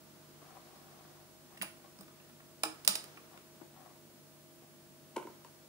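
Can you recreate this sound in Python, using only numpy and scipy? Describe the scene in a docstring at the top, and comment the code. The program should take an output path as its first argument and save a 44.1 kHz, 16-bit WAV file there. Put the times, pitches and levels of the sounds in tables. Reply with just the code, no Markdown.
"""Key turned in a switch, button let go

A small key is handled and turned in the switch of a metal-faced box on the right, then a button on a plastic
case to the left is let go: brief pushes ring banks of modes, with hard cracks on top and table thuds below.
Random slips creak near the left ear, shaped noise makes cloth and hiss, sines make the motor and steady tones.
A small, bare room answers the key, table and button with a decaying noise tail.
"""
import sys
import numpy as np
from scipy import signal
from scipy.fft import rfft, irfft
from scipy.io import wavfile

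SR = 44100
rng = np.random.default_rng(int(sys.argv[2]) if len(sys.argv) > 2 else 0)


def put_to_file(sound):
    """Save the sound as 16-bit audio at rate SR, in the file named by the first command-line argument."""
    columns = np.atleast_2d(sound).T  # one column per channel
    safe = np.clip(columns, -1, 1)
    whole_steps = np.round(safe * 32767)
    wavfile.write(sys.argv[1], SR, whole_steps.astype(np.int16))


N = 250825


def amp(db):
    """Turn decibels into gain."""
    return 10 ** (np.asarray(db) / 20)


def pan(db):
    """Gains for the two ears that put left above right by this many dB."""
    return amp([[db / 2], [-db / 2]])


def rms_one(x):
    """Scale to rms 1."""
    return x / np.sqrt(np.mean(x ** 2) + 1e-20)


def in_time(rows):
    """Draw a (time, value) curve with one value a sample."""
    return np.interp(np.arange(N) / SR, *np.transpose(rows))


def at_hz(points, hz):
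    """Read a (frequency, value) curve on a log-frequency axis."""
    point_hz, value = np.array(points).T
    return np.interp(np.log(np.maximum(hz, 1)), np.log(point_hz), value)


def drift(rate_hz):
    """Slow random wander of spread 1: noise at a fortieth of the sample rate through two equal poles."""
    r = np.exp(-80 * np.pi * rate_hz / SR)
    noise = rng.standard_normal(N // 40 + 2002)
    slow = signal.lfilter([1], [1, -2 * r, r * r], noise)[2000:]   # skip the filter's start
    return np.interp(np.arange(N) / 40, np.arange(len(slow)), rms_one(slow))


def stereo_noise(spectrum):
    """Coloured noise of rms 1, partly alike in both ears in the bass and nearly unrelated in the treble."""
    # how alike the ears are: (frequency [Hz], left-right correlation [-1 to 1])
    likeness = [(60, 0.63), (180, 0.45), (550, 0.61), (1650, 0.16), (4970, -0.1), (15000, 0.02)]
    hz = np.arange(N // 2 + 1) * SR / N
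    alike = np.clip(at_hz(likeness, hz), -1, 1)
    mid, side = rfft(rng.standard_normal((2, N)))
    ears = np.sqrt(1 + alike) * mid + np.sqrt(1 - alike) * side * [[1], [-1]]
    return rms_one(irfft(ears * amp(at_hz(spectrum, hz)), N))


def contact(ms, lag_s, apart):
    """A brief scraping push of noise; each ear hears a partly different side of the object."""
    t = np.arange(round(.3 * SR)) / SR
    width_s = max(ms, .3) / 1000
    envelope = t / (t + width_s / 8) * np.exp(-(t / width_s) ** 2)
    shared, left, right = rng.standard_normal((3, len(t))) * envelope
    ears = np.array([shared + apart * left, shared + apart * right])
    far = int(lag_s < 0)   # a positive lag delays the left ear, a negative one the right
    ears[far] = np.roll(ears[far], round(abs(lag_s) * SR))
    return ears + 1e-18


def soft(push, top_hz):
    """A yielding surface passes on only the slow part of a push."""
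    return signal.sosfilt(signal.butter(2, top_hz, fs=SR, output="sos"), push)


def ring(push, modes, favoured_hz=None, narrow_db=2.5, scatter_db=1.5):
    """A push rings every mode at its own height, most near the pitch that the point of contact favours."""
    out = 0
    head = push[:, :1024]
    floor = .25 * np.sqrt(np.sum(head ** 2))   # a pitch missing from the push stays faint
    for k, (hz, level_db, t60) in enumerate(modes):
        r = amp(-60 / (t60 * SR))
        w = 2 * np.pi * hz / SR
        # what the push holds at this pitch
        share = np.abs(head @ np.exp(-1j * w * np.arange(1024)))[:, None] + floor
        off_db = -narrow_db * np.log2(hz / favoured_hz) ** 2 if favoured_hz else 0
        height = amp(level_db + off_db + scatter_db * rng.standard_normal())
        gain = height / share * (-1) ** k   # neighbours swing opposite ways
        out = out + gain * signal.lfilter([.5, 0, -.5], [1, -2 * r * np.cos(w), r * r], push)
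    return out


def crack(push):
    """The bare snap of hard surfaces meeting: the push with its spectrum evened out, then coloured."""
    # colour of the snap: (frequency [Hz], density [dB per Hz])
    snap_colour = [(500, -25), (1200, 0.5), (3000, 9), (6000, 5.5), (10000, 9.5), (12000, 0), (15000, -6)]
    length = push.shape[1]
    colour = amp(at_hz(snap_colour, np.arange(length // 2 + 1) * SR / length))
    spectrum = rfft(push)
    even = spectrum / (np.abs(spectrum) + 1e-9) ** .6
    snap = irfft(even * colour, length) * (np.abs(push) > 1e-9)   # silent once the push is over
    strength = np.sqrt(np.sum(snap ** 4, axis=1) / np.sum(snap ** 2, axis=1))   # weighted to the loud part
    return snap / strength[:, None] / 2


def add(track, s, sound):
    """Mix a sound into the track at a time in seconds."""
    i = round(s * SR)
    track[:, i:i + sound.shape[1]] += sound[:, :N - i]


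def room_tone():
    """Room tone and recorder hiss: steady noise, strongest in the low mids."""
    # colour of the noise: (frequency [Hz], density [dB per Hz])
    tone_colour = [(20, -26), (45, -19), (90, -13), (130, -3), (220, 3), (400, -4.5), (650, -8.5),
                   (1000, -10.5), (2000, -15), (4000, -15), (9000, -15.5), (15000, -16)]
    return amp(-59.5) * stereo_noise(tone_colour)


def room(x):
    """Each ear gets a dense tail of reflections that dies band by band."""
    # decay of the room: (frequency [Hz], time to fall 60 dB [s])
    decay = [(200, 0.28), (530, 0.34), (1400, 0.39), (3700, 0.31), (9700, 0.3), (15000, 0.18)]
    level_db, gap_s = -7, 0.0013
    t = np.arange(round(.7 * SR)) / SR
    edges = 100 * 2 ** np.arange(0, 7.6, .5)   # half-octave bands [Hz]
    tail = 0
    for low, high in zip(edges, edges[1:]):
        band_pass = signal.butter(2, [low, high], "band", fs=SR, output="sos")
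        band = signal.sosfilt(band_pass, rng.standard_normal((2, len(t))))
        tail = tail + band * amp(-60 * t / at_hz(decay, np.sqrt(low * high)))
    tail[1] = .5 * tail[0] + np.sqrt(.75) * tail[1]   # the two ears sit close together
    tail = tail * np.clip(t / gap_s - 1, 0, 1)   # the first wall is a little way off
    tail = tail / np.sqrt(np.sum(tail ** 2) / 2)
    return amp(level_db) * signal.fftconvolve(x, tail, axes=1)[:, :N]


def steady_tones():
    """Two sines that stand still, one low and one very high."""
    # steady tones: (frequency [Hz], level [dB rms])
    tones = [(70, -85.5), (15703.5, -75.5)]
    t = np.arange(N) / SR
    return np.sqrt(2) * sum(amp(db) * np.sin(2 * np.pi * hz * t) for hz, db in tones)


def motor():
    """Motor orders are sines that share one slightly wandering speed; the upper ones waver a little in level."""
    # upper orders: (multiple of the motor speed, level before wavering [dB rms])
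    orders = [(2, -78), (3, -68.5), (7, -69), (12, -78.5), (13, -72.5)]
    # first order, which fades and returns: (time [s], level [dB rms])
    shaft = [(0, -81), (2.3, -82), (3.3, -85), (5.3, -91), (5.69, -81)]
    motor_hz = 49.25   # mean speed
    turn = 2 * np.pi * np.cumsum(motor_hz * (1 + 0.001212 * drift(0.79))) / SR
    out = amp(in_time(shaft)) * np.sin(turn)
    for order, db in orders:
        out += amp(db + 1.22 * drift(2.5)) * np.sin(order * turn + rng.uniform(0, 2 * np.pi))
    return np.sqrt(2) * out


def cloth():
    """Cloth rustles: dull noise whose level swells and sinks, with a quick flutter on top."""
    # strength of the rustle: (time [s], level before the flutter [dB])
    rustle = [(0.0, -67), (0.57, -62), (1.06, -62), (1.3, -68), (1.85, -65.5), (2.6, -68), (2.98, -55.5),
              (3.33, -64.5), (3.96, -71), (4.89, -76), (5.31, -65.5), (5.69, -69.5)]
    # colour of the cloth: (frequency [Hz], density [dB per Hz])
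    cloth_colour = [(150, -45), (300, 7.5), (600, 0), (1300, -0.5), (2500, -9.5), (5000, -8), (9000, -16)]
    return amp(in_time(rustle) + 0.97 * drift(21)) * stereo_noise(cloth_colour)


def creak():
    """Dense uneven slips excite a few hollow resonances, mostly in the left ear; each creak swells, holds, fades."""
    # hollow resonances: (frequency [Hz], width [Hz], level [dB])
    body = [(417, 48, -2), (747, 130, 17.5), (987, 20, 14), (1094, 23, 18.5)]
    # creaks: (start of the hold [s], held for [s], level before the ears are set [dB])
    creaks = [(.42, 0.11, -61), (.57, 0.0066, -55), (.62, .6, -67), (1.52, 0.039, -63),
              (1.849, 0.0042, -59), (3.33, 0.033, -60), (3.615, .003, -64.5), (3.75, 0.076, -61.5),
              (3.862, 0.051, -61.5), (4.62, 0.019, -66)]
    rise_db_per_s, fall_db_per_s = 600, 400
    t = np.arange(N) / SR
    struck = rng.random(N) < 900 / SR   # about 900 slips a second
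    slips = struck * amp(1.16 * rng.exponential(1, N)) * rng.choice([-1, 1], N)
    out = 0
    for hz, width_hz, level_db in body:
        r = np.exp(-np.pi * width_hz / SR)
        a = [1, -2 * r * np.cos(2 * np.pi * hz / SR), r * r]
        out = out + amp(level_db) * signal.lfilter([1 - r * r, 0, r * r - 1], a, slips)
    load = 0
    for s, held, db in creaks:
        before, after = np.maximum(s - t, 0), np.maximum(t - s - held, 0)
        load = load + amp(db - rise_db_per_s * before - fall_db_per_s * after)
    return load * rms_one(out) * amp([[3], [-9]])


def table():
    """The hand's weight shakes the table top: soft pushes ring a few low modes."""
    # thuds: (time [s], level [dB], favoured pitch [Hz], contact [ms])
    thuds = [(1.597, -44.5, 200, 14.6), (1.614, -48.5, 200, 3.6), (1.987, -48, 197, 4),
             (2.008, -51.5, 238, 2.8), (2.634, -46.5, 312, 2.1), (2.654, -48.5, 317, 4.7),
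             (2.885, -42, 202, 4.8), (3.375, -58, 220, 10)]
    # modes of the table top: (frequency [Hz], level [dB], time to fall 60 dB [s])
    table_modes = [(196, 0, 0.15), (315, 0.5, 0.26), (455, 8.5, 0.2)]
    out = np.zeros((2, N))
    for s, thud_db, thud_hz, ms in thuds:
        push = soft(contact(ms, lag_s=0.00016, apart=0.36), 380)
        add(out, s, amp(thud_db) * ring(push, table_modes, thud_hz, narrow_db=39.0))
    return out


def button():
    """The button snaps against the panel; the hollow shell booms under it."""
    # button and finger on the case, and at 3.61 s a dull knock far left, probably a creak:
    # (time [s], panel level [dB], shell level [dB], favoured shell pitch [Hz], contact [ms], left over right [dB])
    touches = [(3.610, -62.5, -52.5, 400, 8.7, 20), (3.960, -59.5, -75, 350, 1.7, 3),
               (4.099, -65, -57, 540, 3.6, 1.5), (5.160, -34, -56, 350, 5.1, 3),
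               (5.165, -32, -29.5, 345, 2.3, 1.5), (5.177, -36.5, -46, 500, 5.2, -6),
               (5.210, -52, -50, 330, 8.7, -2), (5.225, -47, -58, 400, 4.3, -5),
               (5.249, -65, -42.5, 300, 1.95, 0), (5.261, -68, -49, 298, 2.7, -2),
               (5.269, -45, -47, 500, 3.2, -1), (5.272, -57, -41.5, 140, 4.0, 0),
               (5.296, -62, -53, 350, 4.9, 1.5), (5.447, -50, -54.5, 307, 1.6, 4)]
    # modes of the panel: (frequency [Hz], level [dB], time to fall 60 dB [s])
    panel_modes = [(917, 0, 0.043), (1038, -2, 0.048), (1360, -5, 0.017), (1570, -10, 0.014),
                   (2230, -7.5, 0.016), (2440, -16.5, 0.039), (3050, -6.5, 0.0074)]
    # modes of the shell: (frequency [Hz], level [dB], time to fall 60 dB [s])
    shell_modes = [(120, -5.5, 0.046), (237, -6.5, 0.069), (353.4, 1, 0.063), (426, -4, 0.047),
                   (545, -2.5, 0.047), (696, -7, 0.044)]
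    out = np.zeros((2, N))
    for s, panel_db, shell_db, shell_hz, ms, pan_db in touches:
        push = contact(ms, lag_s=-.00004, apart=0.052)
        snap = amp(15.5 - 5.5 * ms) * crack(push)   # the briefer the contact, the sharper
        sound = amp(panel_db) * (ring(soft(push, 1700), panel_modes) + snap)
        sound += amp(shell_db) * ring(soft(push, 720), shell_modes, shell_hz, narrow_db=5.0)
        add(out, s, sound * pan(pan_db))
    return out


def key():
    """Every contact rings and cracks the metal of key and lock and knocks the box around them."""
    # key and lock contacts: (time [s], metal level [dB], favoured ring pitch [Hz], box level [dB],
    # favoured knock pitch [Hz], contact [ms], left over right of the metal [dB])
    contacts = [(1.572, -53, 5200, -55.5, 2700, 7.1, -4), (1.614, -49, 4000, -34.5, 2600, 1.5, -14),
                (1.62, -34, 9900, -38.5, 2440, 4.4, -9), (1.627, -41.5, 8000, -36.5, 640, 5.7, 12),
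                (1.987, -55, 6000, -56, 700, 4, -7), (2.008, -50.5, 9000, -51.5, 600, 5.5, -2),
                (2.029, -60, 9000, -59.5, 1500, 4.8, -7), (2.08, -62, 5000, -54.5, 1300, 3.4, -2),
                (2.199, -70, 5000, -56, 1300, 5.0, -2), (2.295, -70, 5000, -58.5, 1300, 3, 0),
                (2.4, -70, 5000, -56, 1280, 6.5, -1), (2.634, -26.5, 8000, -24, 1170, 2.92, -8),
                (2.653, -39, 6000, -48, 1300, 2.2, 7), (2.848, -38.5, 10100, -55, 1400, 3.6, -9.5),
                (2.876, -14, 7000, -29, 614, 2.56, -4), (2.885, -32, 5000, -38, 700, 4.2, -1),
                (2.953, -26, 6000, -39, 750, 4.45, -2), (3.04, -44.5, 14000, -62, 1500, 3.0, -3),
                (3.171, -60, 5010, -50.5, 1490, 7, -2), (3.374, -57, 5000, -51, 1200, 4, 0.1)]
    # modes of key and lock barrel: (frequency [Hz], level [dB], time to fall 60 dB [s])
    lock_modes = [(3950, -4, 0.0078), (5030, -22, 0.063), (4847, 0, 0.0078), (5510, -0.5, 0.012),
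                  (6750, -14.5, 0.017), (7996, 5.5, 0.0041), (9130, 4, 0.0039), (8920, -14.5, 0.051),
                  (9160, -3, 0.0071), (10295, -1.5, 0.018), (12200, -29, 0.0077), (13780, -2, .007),
                  (15090, 9.5, 0.0044), (15600, 4, 0.0048)]
    # modes of the box round the lock: (frequency [Hz], level [dB], time to fall 60 dB [s])
    box_modes = [(607, -2.5, 0.029), (838, -6.5, 0.045), (1088, -1, 0.023), (1294, -2, 0.028),
                 (1448, -3, 0.024), (1747, 1, 0.012), (2410, 5, 0.01), (2740, 2.5, 0.033),
                 (3335, 10.5, 0.0045)]
    lag_s = 0.00016   # the left ear hears it later
    out = np.zeros((2, N))
    for s, metal_db, ring_hz, box_db, knock_hz, ms, pan_db in contacts:
        push = contact(ms, lag_s, apart=0.87)
        low_push = contact(ms, lag_s, apart=0.32)   # long waves reach both ears more alike
        snap = amp(10 - 1.5 * ms) * crack(push)   # the briefer the contact, the sharper
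        metal = ring(push, lock_modes, ring_hz, narrow_db=3.0) + snap
        knock = ring(soft(low_push, 2130), box_modes, knock_hz, narrow_db=5.0)
        add(out, s, amp(metal_db) * metal * pan(pan_db))
        add(out, s, amp(box_db) * knock)
    return out


def scene():
    """Sum the steady background, the creaks, the hands on the table and the room's answer to the hands."""
    steady = room_tone() + cloth()
    hiss_top = signal.cheby2(24, 60, 15860, fs=SR, output="sos")   # 60 dB down from 15860 Hz up
    steady = signal.sosfilt(hiss_top, steady)
    hands = table() + button() + key()
    # the microphone's low cut thins the bass of the handling
    low_cut = signal.butter(4, 121, "high", fs=SR, output="sos")
    hands = signal.sosfilt(low_cut, hands)
    return steady + steady_tones() + motor() + creak() + hands + room(hands)


def record(dry):
    """Cut the top steeply: 70 dB down from 17 kHz up."""
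    return signal.sosfilt(signal.cheby2(14, 70, 17000, fs=SR, output="sos"), dry)


dry = scene()
out = record(dry)
put_to_file(out)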